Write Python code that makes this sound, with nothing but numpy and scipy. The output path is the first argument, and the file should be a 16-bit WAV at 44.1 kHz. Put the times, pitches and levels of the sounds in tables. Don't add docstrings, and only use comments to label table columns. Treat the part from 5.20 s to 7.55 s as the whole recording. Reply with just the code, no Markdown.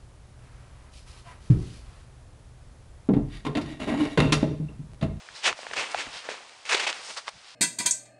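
import sys
import numpy as np
from scipy import signal
from scipy.fft import rfft, irfft, next_fast_len
from scipy.io import wavfile

SR = 44100
rng = np.random.default_rng(int(sys.argv[2]) if len(sys.argv) > 2 else 0)


def dump_mix(stems):
    frames = np.atleast_2d(stems).T
    limited = np.clip(frames, -1, 1)
    pcm = np.round(limited * 32767).astype(np.int16)
    wavfile.write(sys.argv[1], SR, pcm)


N = 103635
TOP_HZ = 10500

# f/Hz, level/dB
CRUST_EQ = [(100, -33), (200, -22.5), (300, -12), (450, -4), (800, -3), (1400, -3), (2000, -1.3),
            (2650, -1), (3800, -5), (6400, -9.5), (8900, -16), (10400, -28)]
# f/Hz, level/dB
AIRY_EQ = [(280, -27), (540, -7), (1000, -3), (3000, -2), (5000, 0), (7200, -9), (9000, -10), (10500, -21)]


def undb(db):
    return 10 ** (np.asarray(db) / 20)


def unit(x):
    return x / np.sqrt(np.mean(x ** 2))


def colour(x, eq, tilt_db=0, resonance_hz=None):
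    size, resonance_db, width_octaves = 4096, 3.5, .6
    octave = np.log2(np.maximum(np.fft.rfftfreq(size, 1 / SR), 1))
    hz, db = np.array(eq).T
    low_cut = 12 * np.minimum(octave - np.log2(hz[0]), 0)
    high_cut = -60 * np.maximum(octave - np.log2(hz[-1]), 0)
    curve_db = np.interp(octave, np.log2(hz), db) + low_cut + high_cut + tilt_db * octave
    if resonance_hz:
        curve_db += resonance_db * np.exp(-((octave - np.log2(resonance_hz)) / width_octaves) ** 2)
    cepstrum = irfft(np.log(undb(curve_db)))
    cepstrum[1:size // 2] *= 2
    cepstrum[size // 2 + 1:] = 0
    response = irfft(np.exp(rfft(cepstrum)))
    return signal.fftconvolve(x, response / np.linalg.norm(response))[:len(x)]


def grains(per_s, scatter_db):
    crossovers = [1200, 3000, 5500]
    padded = next_fast_len(N)
    register = np.searchsorted(crossovers, np.fft.rfftfreq(padded, 1 / SR))
    spectrum = 0
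    for k in range(len(crossovers) + 1):
        size = undb(scatter_db * np.clip(rng.standard_normal(N), -2, 2))
        clicks = (rng.random(N) < per_s / SR) * size * rng.choice([-1, 1], N)
        spectrum += rfft(clicks, padded) * (register == k)
    return unit(irfft(spectrum, padded)[:N])


def strokes(cues, eq, fractures):
    t, out = np.arange(N) / SR, np.zeros(N)
    for at, rise, hold, fall, db, tilt_db, resonance_hz in cues:
        attack_db = -20 * np.maximum(at - t, 0) / rise
        release_db = -20 * np.maximum(t - at - hold, 0) / fall
        burst = undb(db + attack_db + release_db) * np.roll(fractures, rng.integers(N))
        out += colour(burst, eq, tilt_db, resonance_hz)
    return out


def crumbs():
    # t/s, level/dB
    trickle = [(0, -51), (.35, -53), (.45, -44), (.55, -43), (.77, -40.5), (.88, -44), (1.01, -52),
               (1.16, -47.5), (1.25, -50.5), (1.44, -55), (1.72, -43), (2.03, -56), (2.35, -57)]
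    # f/Hz, level/dB
    crumb_eq = [(150, -18), (480, -5), (800, 0), (1500, -3.5), (2700, -3), (4000, -9), (8700, -16),
                (10400, -28)]
    at, db = np.array(trickle).T
    flow = undb(np.interp(np.arange(N) / SR, at, db))
    return colour(flow * grains(per_s=2000, scatter_db=3.5), crumb_eq)


def wind():
    # t/s, level/dB
    puffs = [(.125, -61), (.32, -58), (.51, -62), (.595, -57), (.77, -60), (.882, -52), (.95, -55),
             (2.16, -62)]
    # f/Hz, level/dB
    rumble_eq = [(20, -7), (50, -7), (80, 0), (170, -6), (450, -28)]
    breeze_db, hiss_db, puff_s = -77, -55, .024
    t = np.arange(N) / SR
    force = undb(breeze_db) + sum(undb(db) * np.exp(-((t - at) / puff_s) ** 2) for at, db in puffs)
    hiss = undb(hiss_db) * colour(rng.standard_normal(N), AIRY_EQ)
    rumble = unit(colour(rng.standard_normal(N), rumble_eq))
    return force * rumble + hiss


def snaps():
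    # t/s, level/dB, f/Hz, crack relative to level/dB
    hits = [(.0880, -30, 1700, -8), (.2782, -14.5, 1300, -1), (.3272, -24, 1250, 5), (.390, -33, 640, -1),
            (.431, -37, 560, 7), (.467, -30, 750, 8), (.512, -32, 900, 9), (.534, -31, 750, 8),
            (.7452, -17.5, 1400, -3), (.7458, -15.5, 760, -11), (.867, -32, 1700, -2), (.868, -41, 260, -7),
            (1.0882, -24, 520, 5), (1.116, -32, 470, -1), (1.142, -35, 850, -2), (1.294, -42, 4000, 5),
            (1.5155, -17, 1650, -4), (1.5445, -22, 410, -13), (1.667, -20.5, 850, 2),
            (1.7275, -28, 2500, 7), (2.0798, -21.5, 1100, 1)]
    crack_s, band_ratio, ring_cycles, damping = .0007, 3.0, .65, .3
    t, out = np.arange(SR // 20) / SR, np.zeros(N)
    for at, db, hz, crack_db in hits:
        peak_s = ring_cycles / hz * undb(-damping * crack_db)
        ring = t / peak_s * np.exp(1 - t / peak_s) * np.sin(2 * np.pi * hz * t)
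        edges_hz = [hz / band_ratio, min(hz * band_ratio, TOP_HZ)]
        band = signal.butter(2, edges_hz, "band", fs=SR, output="sos")
        burst = rng.standard_normal(len(t)) * t * np.exp(-t / crack_s)
        crack = signal.sosfilt(band, colour(burst, CRUST_EQ))
        crack *= undb(crack_db) / np.abs(crack).max()
        start = int(at * SR)
        out[start:start + len(t)] += undb(db) * (signal.sosfilt(band, ring) + crack)
    return out


def scuffs_and_taps():
    # full force t/s, 20 dB rise/s, hold/s, 20 dB fall/s, level/dB, tilt/(dB/oct), resonance f/Hz
    touches = [(.16, .04, .02, .11, -42.5, -.3, 4500), (.372, .03, .05, .08, -46, -.7, 400),
               (.714, .012, .004, .016, -39, 0, 8000), (.945, .07, .035, .12, -39.5, -1.5, 3000),
               (1.742, .04, .03, .12, -41.5, -1.4, 2000), (1.85, .1, .065, .15, -41.5, .6, 7000),
               (1.973, .016, .01, .028, -32.7, -1.5, 1050), (2.081, .024, .011, .009, -35.7, -2.4, 950),
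               (2.28, .14, .04, .12, -51, -.3, 3500)]
    return strokes(touches, AIRY_EQ, grains(per_s=4000, scatter_db=3.5))


def crunches():
    # full force t/s, 20 dB rise/s, hold/s, 20 dB fall/s, level/dB, tilt/(dB/oct), resonance f/Hz
    bites = [(.243, .02, .014, .02, -28, 1, 3300), (.258, .012, .022, .036, -21.3, 0, 2700),
             (.284, .01, .01, .045, -28.5, -2.3, 850), (.535, .004, .004, .016, -33.3, -.3, 450),
             (.567, .014, .042, .1, -28.3, -.7, 2600), (.795, .07, .015, .07, -31, 0, 2600),
             (1.048, .02, .025, .05, -42.5, -1.2, 1500), (1.092, .008, .028, .09, -36.5, -.9, 430),
             (1.453, .002, .032, .02, -39.7, 1.1, 1500), (1.494, .008, .02, .02, -26.3, .8, 1800),
             (1.523, .012, .011, .03, -21.3, .3, 1700), (1.5455, .003, .004, .022, -20.5, -.3, 3000),
             (1.571, .02, .004, .05, -27, -.5, 2300), (1.599, .014, .005, .03, -25.8, 1.1, 1700),
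             (1.63, .05, .015, .04, -28.5, -.4, 2500), (1.668, .004, .008, .035, -25.3, -.6, 2600),
             (1.692, .012, .012, .022, -28.4, -.3, 750), (1.901, .03, .011, .013, -38.5, -2.4, 1080)]
    return strokes(bites, CRUST_EQ, grains(per_s=3400, scatter_db=3.0))


def steel_ring(crunch):
    frame_modes = [1750, 2215, 2582, 2792, 4550]
    q, ring_db = 70, -8
    ring = sum(signal.lfilter(*signal.iirpeak(hz, q, fs=SR), crunch) for hz in frame_modes)
    return crunch + undb(ring_db) * ring


def scene():
    return (steel_ring(crunches()) + scuffs_and_taps() + snaps() + crumbs() + wind())[None]


def record(dry):
    return signal.sosfilt(signal.ellip(8, .2, 70, TOP_HZ, fs=SR, output="sos"), dry)


dry = scene()
out = record(dry)
dump_mix(out)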